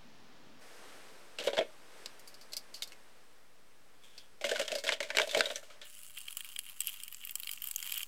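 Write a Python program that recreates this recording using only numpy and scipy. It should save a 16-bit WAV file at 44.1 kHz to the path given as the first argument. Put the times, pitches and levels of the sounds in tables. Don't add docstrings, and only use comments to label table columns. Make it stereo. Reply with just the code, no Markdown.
import sys
import numpy as np
from scipy import signal
from scipy.fft import rfft, irfft, next_fast_len
from scipy.io import wavfile

SR = 44100
rng = np.random.default_rng(int(sys.argv[2]) if len(sys.argv) > 2 else 0)


def transcribe(u):
    v = np.clip(np.atleast_2d(u).T, -1, 1)
    q = np.round(v * 32767).astype(np.int16)
    wavfile.write(sys.argv[1], SR, q)


N = 355887


# (time [s], clank level [dB], ring [Hz], tilt [dB per octave], bucket thud level [dB])
KNOCKS = [(1.386, -34, 2860, 0.5, -44.5), (1.4081, -42, 3430, -5, -41), (1.44, -48, 3320, 11, -43),
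          (1.4705, -32.5, 3430, 1.5, -25.5), (1.4772, -32, 3720, -10, -42), (1.5315, -37, 3340, -4, -34.5),
          (1.5693, -33, 3660, -4, -32.5), (1.5783, -27, 3380, -5.5, -40), (1.5874, -26, 3320, -3.5, -25),
          (1.6085, -37, 2500, -7, -30.5), (4.4111, -43.5, 2300, 1.5, -43.5),
          (4.442, -26.5, 2360, -2.5, -33.5), (4.45, -32.5, 3450, 3.5, -38), (4.492, -30.5, 3113, 1, -40.5),
          (4.514, -28.5, 1560, 1, -29.5), (4.5586, -31.5, 1520, -2, -44), (4.5959, -27.5, 1800, 1, -30.5),
          (4.6133, -33, 2990, 2, -40), (4.6788, -32, 3140, 0.5, -47), (4.7176, -31, 2700, 2, -36.5),
          (4.7525, -31, 4800, 3.5, -35), (4.7838, -37.5, 4400, 4, -60), (4.8382, -37, 1780, 5, -41),
          (4.8672, -30, 4000, -2, -40), (4.8779, -27.5, 3330, 1, -43), (4.8905, -18.5, 2040, -4.5, -38.5),
          (4.9028, -37.5, 2960, 0, -43), (4.9215, -24, 3730, -2.5, -36.5), (4.9332, -35.5, 3060, 0.5, -54),
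          (5.004, -28.5, 1960, -0.5, -37.5), (5.0281, -34, 2080, 1.5, -44),
          (5.103, -26.5, 2170, -3.5, -45.5), (5.1488, -35.5, 2080, -3.5, -40.5),
          (5.1699, -15, 2780, -0.5, -36.5), (5.1849, -15.5, 2206, -1.5, -35.5),
          (5.1975, -19.5, 1680, -3.5, -35), (5.2165, -23.5, 3670, -1, -38.5), (5.2724, -45, 3970, 0, -40),
          (5.2923, -35.5, 3750, 1, -60), (5.3113, -34, 3540, 3, -58), (5.348, -19, 2270, -2.5, -39.5),
          (5.366, -43, 2393, 5, -28), (5.3733, -29, 4030, 5.5, -36), (5.3941, -32, 5006, 2, -31),
          (5.407, -13.5, 1510, -2, -33.5), (5.4567, -30, 3700, 0.5, -54), (5.5017, -36, 3610, -5, -41),
          (5.5576, -33, 5980, 3.5, -50), (5.6293, -55.5, 1370, 4, -54.5), (5.701, -53.5, 1250, 0, -59),
          (5.8146, -45, 3490, 0, -58.5)]
KNOCK_T60_S, FIRM_KNOCK_DB, SKID_DB_PER_DB = 0.056, -29.5, 0.6456
# (start [s], length [s], scrape level [dB], bucket level [dB])
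SHOVES = [(1.39, 0.097, -42, -49.5), (1.53, 0.068, -45.5, -56), (4.44, 0.2, -41, -49),
          (4.7, 0.064, -43.5, -43.5), (4.84, 0.093, -40.5, -49), (5.0, 0.13, -49, -54.5),
          (5.15, 0.088, -39.5, -46.5), (5.27, 0.065, -54, -57), (5.33, 0.062, -35.5, -42),
          (5.43, 0.078, -42.5, -45.5), (5.52, 0.073, -53, -62), (5.63, 0.13, -74, -65)]
SHOVE_ATTACK_S, SHOVE_RELEASE_S = 0.0031, 0.02
# (rate [per s], hiss over the pressure [dB], thud over the pressure [dB], spread [dB])
RATTLE = (26, 2.1, 2.5, 2.6)
RATTLE_RING_HZ, RATTLE_RING_OCTAVES = 2920, 0.55
# (frequency [Hz], level [dB], t60 [s])
BUCKET_MODES = [(145, -42, 0.21), (242.6, -23, 0.16), (290, -21, 0.09), (342.4, -20, 0.13),
                (395, -14, 0.092), (452.7, -9.5, 0.097), (501, -5, 0.086), (552, -6.5, 0.089),
                (579, 0.5, 0.087), (619, -2, 0.062), (649.6, 1.5, 0.082), (680, -8.5, 0.092),
                (808, -12.5, 0.077), (1005, -23.5, 0.22)]
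# (frequency [Hz], level [dB], t60 [s])
STEEL_MODES = [(1393, -2, .13), (1630, -1, .13), (1823, 0, .16), (1898, -1, .12), (2244, 1, .2),
               (2394, -2, .12), (2709, -4, .17), (2924, 0, .14), (3327, -3, .18), (3619, -6, .17),
               (4087, -7, .13), (4990, -10, .1), (5870, -13, .12), (7860, -16, .1)]
# (frequency [Hz], density [dB per Hz])
CLANK_SPECTRUM = [(530, -51), (900, -9), (1280, -12.5), (1420, -5), (2040, -5.5), (2250, -1.5),
                  (2500, -6.5), (2930, -2.5), (7060, -12.5), (7960, -12.5), (8980, -19), (15100, -30),
                  (16000, -48)]
# (frequency [Hz], density [dB per Hz])
HOLLOW_SPECTRUM = [(200, -35), (240, -9.5), (380, -15), (480, -8), (540, -6), (580, 12), (650, 7.5),
                   (720, -3), (900, -39.5), (3000, -60.5)]

FAST_MOTION = 4.892
# (time [s], clank level [dB], ring [Hz], tilt [dB per octave], bucket thud level [dB])
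TAPS = [(6.176, -58, 4400, -5, -34.5), (6.1848, -35.5, 9750, 2, -63), (6.282, -42, 4320, -3, -32),
        (6.3698, -27.5, 7540, 4, -36.5), (6.4066, -36.5, 9550, 2, -34.5), (6.446, -40, 11100, 5, -40),
        (6.5623, -41, 8300, 5, -31), (6.5896, -27.5, 10620, -6.5, -32), (6.805, -23, 8100, 0.5, -33.5),
        (6.8173, -34, 8350, 3, -39.5), (6.871, -22.5, 11120, 2, -38), (6.881, -42, 8650, -2, -32.5),
        (6.8922, -35, 11100, 2, -35.5), (7.001, -42, 11070, -3, -41.5), (7.0348, -34, 8840, 0, -42),
        (7.08, -38, 14800, -2, -42), (7.1253, -37, 13500, 5, -43.5), (7.1452, -37, 7640, -5, -46),
        (7.213, -61, 7650, -3, -45.5), (7.238, -54, 8000, -2, -40), (7.2499, -32, 13100, 4, -51),
        (7.2724, -35.5, 13360, 3, -38.5), (7.294, -38, 8650, -4, -36.5), (7.3093, -32, 12730, 12, -58),
        (7.3546, -24, 8000, 1.5, -36), (7.3988, -32, 13870, 3, -42.5), (7.433, -34.5, 4270, 1, -38.5),
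        (7.472, -34, 4300, 5, -32), (7.4916, -36, 8000, 12, -30.5), (7.5136, -28, 13200, -2, -40.5),
        (7.5338, -33, 12200, -2, -41), (7.575, -50, 8000, -6, -40), (7.62, -29.5, 12730, 4, -39),
        (7.6408, -30.5, 13360, 2, -38.5), (7.6723, -30.5, 12130, 4, -43), (7.686, -33, 11600, 3, -47),
        (7.7115, -27.5, 7940, 3.5, -41), (7.7608, -24.5, 7170, 5, -39.5), (7.8269, -30.5, 7334, -4, -35.5),
        (7.9218, -27, 12700, -2, -31.5), (7.9766, -27.5, 14600, -1, -39), (8.0055, -43, 11300, -1, -33),
        (8.0307, -32, 11560, -8, -31.5)]
TAP_T60_S = 0.021
# (start [s], length [s], hiss level [dB], bucket level [dB])
STROKES = [(5.84, .11, -57, -64), (5.96, 0.13, -56, -67.5), (6.15, .18, -54.5, -55),
           (6.365, 0.031, -51.5, -51.5), (6.43, 0.097, -55.5, -57.5), (6.64, 0.093, -56, -54),
           (6.8, .17, -53, -52), (6.98, 0.064, -55, -55), (7.2, 0.1, -60, -56.5),
           (7.415, 0.15, -54.5, -57.5), (7.62, 0.12, -53.5, -57), (7.775, 0.03, -48.5, -48),
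           (7.82, 0.2, -47.5, -47.5)]
STROKE_ATTACK_S, STROKE_RELEASE_S = 0.003, 0.026
# (hiss level [dB], bucket level [dB])
RESTING_DB = (-58.5, -61.5)
# (rate [per s], hiss over the pressure [dB], thud over the pressure [dB], spread [dB])
FLICKS = (95, 7, 4.6, 7.5)
FIRM_BRUSH_DB, FLICK_GROWTH = -54, 0.35
CONTACT_JITTER = 0.45
# (time [s], ring [Hz])
LAMP_RING = [(6.0, 9560), (6.6, 10900), (7.3, 12900)]
LAMP_RING_OCTAVES = 0.2
# (frequency [Hz], density [dB per Hz])
TAP_SPECTRUM = [(3000, -33), (3800, -13.5), (4400, -0.5), (5200, -2), (6400, -5), (7600, 4.5), (9200, 1),
                (11300, 0.5), (13500, 3), (15500, 2), (17000, -25)]
# (frequency [Hz], density [dB per Hz])
BRISTLE_SPECTRUM = [(700, -10.5), (1200, 0), (2000, -3), (3500, 0.5), (5800, -3), (7700, 4.5), (9000, 0),
                    (11000, 5), (13000, -7), (15600, 4), (17000, -47)]

# (time [s], click level [dB], t60 [s], ring [Hz], tilt [dB per octave])
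CATCHES = [(2.0589, -32, 0.023, 4530, -2.5), (2.194, -52, .077, 1950, 5.5), (2.275, -49, .124, 4680, 8.5),
           (2.342, -49, 0.061, 4600, 1), (2.4115, -52.5, 0.15, 4780, 3), (2.5208, -49.5, .2, 4390, 2),
           (2.533, -34, 0.041, 4670, 1), (2.5667, -32.5, 0.073, 4820, 6), (2.741, -43.5, 0.2, 4520, 1.5),
           (2.8215, -29.5, .042, 3660, 0), (2.8307, -36.5, 0.065, 4740, 3.5), (2.874, -50, .092, 4490, 5.5),
           (2.92, -44.5, 0.027, 2250, -2.5), (2.9293, -49, .035, 2330, -1),
           (4.1785, -45.5, 0.087, 4690, -2.5)]
# (frequency [Hz], density [dB per Hz])
CATCH_SPECTRUM = [(290, -59), (500, -19), (659, -16), (1460, -15), (2460, -6), (2690, -0.5), (3540, -5.5),
                  (4800, -4.5), (6140, -4), (14000, -14.5), (16000, -29)]
# (frequency [Hz], level [dB], t60 [s])
SHELL_MODES = [(617, -7, 0.052), (1360, -19, 0.037), (2260, -4, .05), (4540, -6, 0.07), (4880, 1.5, 0.077),
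               (5500, -10, .12), (7840, 3, .045)]
# (time [s], level [dB])
GLOVE_LEVEL = [(4.0, -85), (4.04, -58.5), (4.12, -65), (4.17, -63), (4.21, -58), (4.3, -80)]
# (frequency [Hz], density [dB per Hz])
GLOVE_SPECTRUM = [(880, -42.5), (1500, -19.5), (1710, -5), (1880, -23.5), (2120, -9), (2880, -6),
                  (3410, 3.5), (3920, -12), (8080, -12.5), (16000, -25)]

# (time [s], peak level [dB])
LANDINGS = [(1.399, -46), (1.476, -42.5), (1.572, -55), (1.589, -38.5)]
# (frequency [Hz], level [dB], t60 [s])
BENCH_MODES = [(210, -7, 0.1), (240, 8, .11), (285, 1, 0.048), (376, 1, .06)]
# (start [s], length [s], level [dB])
SLOSHES = [(4.45, 0.373, -60), (5.14, 0.444, -56)]
SLOSH_ATTACK_S, SLOSH_RELEASE_S = 0.014, 0.027
# (frequency [Hz], density [dB per Hz])
SLOSH_SPECTRUM = [(3000, -11), (5000, -2), (8000, 2), (11000, -5.5), (15000, -10), (16500, -31)]
# (start [s], frequency [Hz], level [dB], t60 [s])
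AFTER_RING = (5.5, 598.5, -64, 2.3)

# (time [s], level [dB])
AIR_LEVEL = [(.59, -67), (.62, -55.5), (.9, -53.5), (1.3, -58), (1.85, -59), (2.0, -54.5), (2.2, -59),
             (2.9, -60), (3.5, -65), (4.4, -64), (5.8, -62.5), (5.9, -75), (8.07, -75)]
# (frequency [Hz], density [dB per Hz])
AIR_SPECTRUM = [(53, -48), (90, -18.5), (244, -4), (385, -3), (457, 0), (876, -5), (1610, -5),
                (3910, -11.5), (5300, -13), (7170, -17), (8170, -14.5), (15000, -27.5), (16000, -44.5)]
# (frequency [Hz], density [dB per Hz])
RUMBLE_SPECTRUM = [(15, -2.5), (30, -3), (60, -8), (140, -7.5), (250, -10.5), (500, -26)]
# (frequency [Hz], density [dB per Hz])
HUM_SPECTRUM = [(70, -14), (140, -1), (260, 2.5), (400, -4.5), (700, -5.5), (1500, -9), (3000, -11.5),
                (5400, -15.5), (8000, -25.5), (15000, -44)]
RUMBLE_DB, HUM_DB, HUM_END_S = -71, -59, 0.6
# (frequency [Hz], side gain [dB])
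WIDTH = [(20, -13), (120, -11.5), (300, -5), (600, -4.5), (1200, 0.5), (2500, -4), (5000, -0.5), (12000, 1)]
SIDE_DB = -11.5
ROOM_T60_S = 0.18
TAIL = 16384
CUTOFF_HZ = 17000


def loading():
    pressure = moves(SHOVES, SHOVE_ATTACK_S, SHOVE_RELEASE_S)
    knocks = []
    for s, db, *rest in KNOCKS:
        skid = from_db(SKID_DB_PER_DB * (FIRM_KNOCK_DB - db))
        knocks.append((s, db, KNOCK_T60_S * skid, *rest))
    rattle = flicks(pressure, *RATTLE, t60=0.043, ring=[(0, RATTLE_RING_HZ)],
                    octaves=RATTLE_RING_OCTAVES, tilt_db=1)
    clatter = blows(np.vstack([knocks, rattle]), CLANK_SPECTRUM, 0.97, clank_db=-1.58, steel_db=-11.5,
                    ping_db=-6.5, thud_db=0.1, ring_db=6, crack=1.0, rise_s=0.00034)
    slips = grains(1200, 4.0, smooth=0.54)
    return clatter + rubbing(pressure, CLANK_SPECTRUM, 1.0, slips,
                             scrape_db=-4.5, body_db=-4.5, patchy_db=-1.5)


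def scrubbing():
    started = np.arange(N) > STROKES[0][0] * SR
    resting = from_db(RESTING_DB)[:, None] * started
    pressure = np.maximum(moves(STROKES, STROKE_ATTACK_S, STROKE_RELEASE_S), resting)
    grip = pressure * (pressure[0] / from_db(FIRM_BRUSH_DB)) ** FLICK_GROWTH
    taps = [(s, db, TAP_T60_S, *rest) for s, db, *rest in TAPS]
    tufts = flicks(grip, *FLICKS, t60=0.022, ring=LAMP_RING, octaves=LAMP_RING_OCTAVES, tilt_db=-0.7)
    tapping = blows(np.vstack([taps, tufts]), TAP_SPECTRUM, FAST_MOTION, clank_db=-2.5, steel_db=-30,
                    ping_db=-3.0, thud_db=-2.0, ring_db=5, crack=1.0, rise_s=0.00021)
    bristles = grains(2500, 4.6, smooth=0.71)
    return tapping + rubbing(pressure, BRISTLE_SPECTRUM, FAST_MOTION, bristles,
                             scrape_db=-1.24, body_db=-9, patchy_db=3)


def blows(rows, spectrum, speed, clank_db, steel_db, ping_db, thud_db, ring_db, crack, rise_s):
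    out = np.zeros((2, N))
    bucket = mode_shapes(BUCKET_MODES, speed, rise_s=0.0013)
    steel = mode_shapes(STEEL_MODES, speed, rise_s=0.00038)
    thud_size = np.sqrt(0.01 * SR / speed)
    for s, db, t60, ring_hz, tilt_db, bucket_db in rows:
        hit = from_db(db + clank_db) * clank(spectrum, t60, ring_hz, tilt_db, ring_db, crack, rise_s)
        ring = from_db(steel_db) * strike(steel, uneven=0.86, together=0.19)
        ring = ring + from_db(ping_db) * ping(ring_hz, 0.042 / speed, spread=0.064)
        thud = from_db(bucket_db + thud_db) * thud_size * strike(bucket, uneven=0.48, together=0.32)
        add(out, s, hit)
        add(out, s, np.linalg.norm(hit[0]) * ring)
        add(out, s + 0.001 / speed, thud)
    return out


def clank(spectrum, t60, ring_hz, tilt_db, ring_db, crack, rise_s):
    size = 2 * next_fast_len(int(max(t60, 0) * SR / 2) + 512)
    t = np.arange(size) / SR
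    dying = from_db(-60 * t / max(t60, 0.005))
    onset = (1 + crack * np.exp(-t / 0.00088)) * (1 - np.exp(-(t / rise_s) ** 2))
    chatter = wide_noise(size, SIDE_DB) * dying * onset
    ring = ring_db * np.exp(-0.5 * ((log_hz(size) - np.log2(ring_hz)) / 0.19) ** 2)
    tilt = tilt_db * np.maximum(log_hz(size) - np.log2(1000), 0)
    coloured = colour(chatter, shape_db(spectrum, size) + ring + tilt)
    return unit_energy(coloured) * np.sqrt(np.sum(dying ** 2))


def ping(ring_hz, t60, spread, count=3):
    modes = [(hz, 0, t60) for hz in ring_hz * np.exp(spread * rng.uniform(-1.036, 1, count))]
    return strike(mode_shapes(modes, 0.98, rise_s=0.00054), uneven=0.28, together=0.35)


def mode_shapes(modes, speed, rise_s):
    longest = max(t60 for _, _, t60 in modes)
    size = int(min(2 * longest / speed * SR, TAIL))
    t = np.arange(size) / SR * speed
    rise = 1 - np.exp(-t / rise_s)
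    shapes = [from_db(db - 60 * t / t60) * np.sin(2 * np.pi * hz * t) * rise
              for hz, db, t60 in modes if hz * speed < SR / 2]
    return np.pad(shapes, [(0, 0), (0, TAIL - size)])


def strike(shapes, uneven, together):
    count = len(shapes)
    signs = rng.choice([-1, 1], count)
    strengths = np.exp(uneven * rng.standard_normal(count))
    return unit_energy((together + signs * strengths) @ shapes)


def rubbing(pressure, spectrum, speed, slips, scrape_db, body_db, patchy_db):
    scrape, body = pressure
    hiss = patchy(bed(slips, spectrum), patchy_db, per_s=25)
    hollow = np.array(HOLLOW_SPECTRUM) * [speed, 1]
    murmur = bed(slips, hollow) * from_db(6.7 * wander(70))
    return from_db(scrape_db) * scrape * hiss + from_db(body_db) * body * murmur


def patchy(x, patchy_db, per_s):
    centres = np.arange(np.log2(1000), np.log2(SR / 2), 0.5)
    size = 2 * next_fast_len(N // 2 + 1)
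    octave = np.clip(log_hz(size), centres[0], centres[-1])
    bins = rfft(x, size)
    total = 0
    for centre in centres:
        band = irfft(bins * np.maximum(1 - 2 * abs(octave - centre), 0))[:, :N]
        total = total + band * from_db(patchy_db * wander(per_s))
    return rms_one(total)


def grains(per_s, spread_db, smooth):
    sizes = from_db(spread_db * np.minimum(rng.exponential(1, N), 4))
    slips = sizes * (rng.random(N) < per_s / SR)
    return (rms_one(slips) + smooth) * wide_noise(N, SIDE_DB)


def moves(rows, attack_s, release_s):
    t, out = np.arange(N) / SR, np.zeros((2, N))
    for start, length, *db in rows:
        i = max(int(start * SR), 0)
        age = t[i:i + SR] - t[i]
        shape = (1 - np.exp(-age / attack_s)) * np.exp(-np.maximum(age - length, 0) / release_s)
        out[:, i:i + SR] = np.maximum(out[:, i:i + SR], from_db(db)[:, None] * shape)
    return out


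def flicks(pressure, per_s, hiss_db, body_db, spread_db, t60, ring, octaves, tilt_db):
    chance = rng.random((900, 5))
    s = (np.arange(len(chance)) + 1 + CONTACT_JITTER * chance[:, 0]) / per_s
    pressed = pressure[:, np.minimum(s * SR, N - 1).astype(int)]
    hiss, body = 20 * np.log10(pressed + 1e-9)
    force = spread_db * (2 * chance[:, 1] - 1)
    lengths = t60 * (0.5 + chance[:, 2])
    ring_hz = np.interp(s, *np.transpose(ring)) * 2 ** (octaves * (2 * chance[:, 3] - 1))
    tilts = tilt_db * 2 * chance[:, 4]
    rows = np.column_stack([s, hiss + hiss_db + force, lengths, ring_hz, tilts, body + body_db + force])
    return rows[(s < N / SR) & (hiss > -68)]


def hands():
    out = from_db(-1.0) * gains(GLOVE_LEVEL)[0] * bed(grains(2500, 3.8, smooth=0.7), GLOVE_SPECTRUM)
    shell = mode_shapes(SHELL_MODES, 0.98, rise_s=0.00056)
    for s, db, t60, ring_hz, tilt_db in CATCHES:
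        click = from_db(db - 1.0) * clank(CATCH_SPECTRUM, t60, ring_hz, tilt_db,
                                          ring_db=10.5, crack=1.0, rise_s=0.00057)
        ring = from_db(-7.5) * ping(ring_hz, t60 + 0.012, spread=0.0484)
        ring = ring + from_db(-10) * strike(shell, uneven=0.3, together=0.18)
        add(out, s, click)
        add(out, s, np.linalg.norm(click[0]) * ring)
    return out * from_db([[-1.1], [1.1]])


def bench():
    out, shapes = np.zeros((2, N)), mode_shapes(BENCH_MODES, 1, rise_s=0.0016)
    for s, db in LANDINGS:
        thump = strike(shapes, uneven=0.2, together=1.4)
        add(out, s, from_db(db - 0.5) * thump / np.abs(thump).max())
    return signal.sosfilt(signal.butter(6, 175, "high", fs=SR, output="sos"), out + 1e-18)


def slosh():
    stirring = moves(SLOSHES, SLOSH_ATTACK_S, SLOSH_RELEASE_S)[0]
    return stirring * bed(grains(700, 3.4, smooth=0.54), SLOSH_SPECTRUM)


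def after_ring():
    s, hz, db, t60 = AFTER_RING
    age = np.maximum(np.arange(N) / SR - s, 0)
    return from_db(db - 60 * age / t60) * np.sin(2 * np.pi * hz * age)


def workshop(x, speed, wet_db):
    t = np.arange(TAIL) / SR * speed
    envelope = from_db(-60 * t / ROOM_T60_S) * (1 - np.exp(-(t / 0.0012) ** 2))
    tail = wide_noise(TAIL, side_db=-8.5) * envelope
    lowpass = signal.butter(1, min(4500 * speed, 0.45 * SR), fs=SR, output="sos")
    dull = signal.sosfilt(lowpass, tail)
    return x + from_db(wet_db) * signal.fftconvolve(x, unit_energy(dull), axes=1)[:, :N]


def background():
    air = gains(AIR_LEVEL)[0] * bed(wide_noise(N, side_db=-7), AIR_SPECTRUM)
    rumble = from_db(RUMBLE_DB) * bed(wide_noise(N, side_db=-2.0), RUMBLE_SPECTRUM)
    hum = from_db(HUM_DB) * bed(wide_noise(N, side_db=-6), HUM_SPECTRUM)
    return air + rumble + hum * (np.arange(N) < HUM_END_S * SR)


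def from_db(db):
    return 10 ** (np.asarray(db) / 20)


def rms_one(x):
    return x / np.sqrt(np.mean(x ** 2) + 1e-20)


def unit_energy(x):
    return x / np.sqrt(np.mean(np.sum(x ** 2, axis=-1)) + 1e-20)


def gains(rows):
    s, *columns = np.transpose(rows)
    t = np.arange(N) / SR
    return [from_db(np.interp(t, s, column, left=-200, right=-200)) for column in columns]


def log_hz(size):
    return np.log2(np.maximum(np.arange(size // 2 + 1) * SR / size, 1))


def shape_db(points, size):
    hz, db = np.transpose(points)
    octaves_below = np.clip(np.log2(hz[0]) - log_hz(size), 0, 4)
    return np.interp(log_hz(size), np.log2(hz), db) - 15 * octaves_below


def colour(x, db):
    size = 2 * (len(db) - 1)
    cepstrum = irfft(np.log(from_db(db)))
    cepstrum[1:size // 2] *= 2
    cepstrum[size // 2 + 1:] = 0
    return irfft(rfft(x, size) * np.exp(rfft(cepstrum)))[..., :x.shape[-1]]


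def wide_noise(size, side_db):
    mid, side = rng.standard_normal((2, size))
    return mid + from_db(side_db) * side * [[1], [-1]]


def bed(x, spectrum):
    return rms_one(colour(x, shape_db(spectrum, 2 * next_fast_len(N // 2 + 2000))))


def wander(per_s):
    knots = rng.standard_normal(int(N / SR * per_s) + 2)
    return np.interp(np.arange(N) / SR * per_s, np.arange(len(knots)), knots)


def add(out, s, sound):
    i = max(int(s * SR), 0)
    out[:, i:i + sound.shape[-1]] += sound[..., :max(N - i, 0)]


def scene():
    handling = loading() + slosh() + bench() + hands()
    near = workshop(handling, 0.89, wet_db=-20) * from_db([[-0.15], [0.15]])
    fast = workshop(scrubbing(), FAST_MOTION, wet_db=-22.5) * from_db([[-0.6], [0.6]])
    return near + fast + after_ring() + background()


def record(dry):
    side = colour((dry[0] - dry[1]) / 2, shape_db(WIDTH, 2 * next_fast_len(N // 2 + 2000)))
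    heard = dry.mean(axis=0) + side * [[1], [-1]]
    top_cut = signal.cheby2(14, 45, CUTOFF_HZ, fs=SR, output="sos")
    offset = -0.0028
    return signal.sosfiltfilt(top_cut, heard) + offset


dry = scene()
out = record(dry)
transcribe(out)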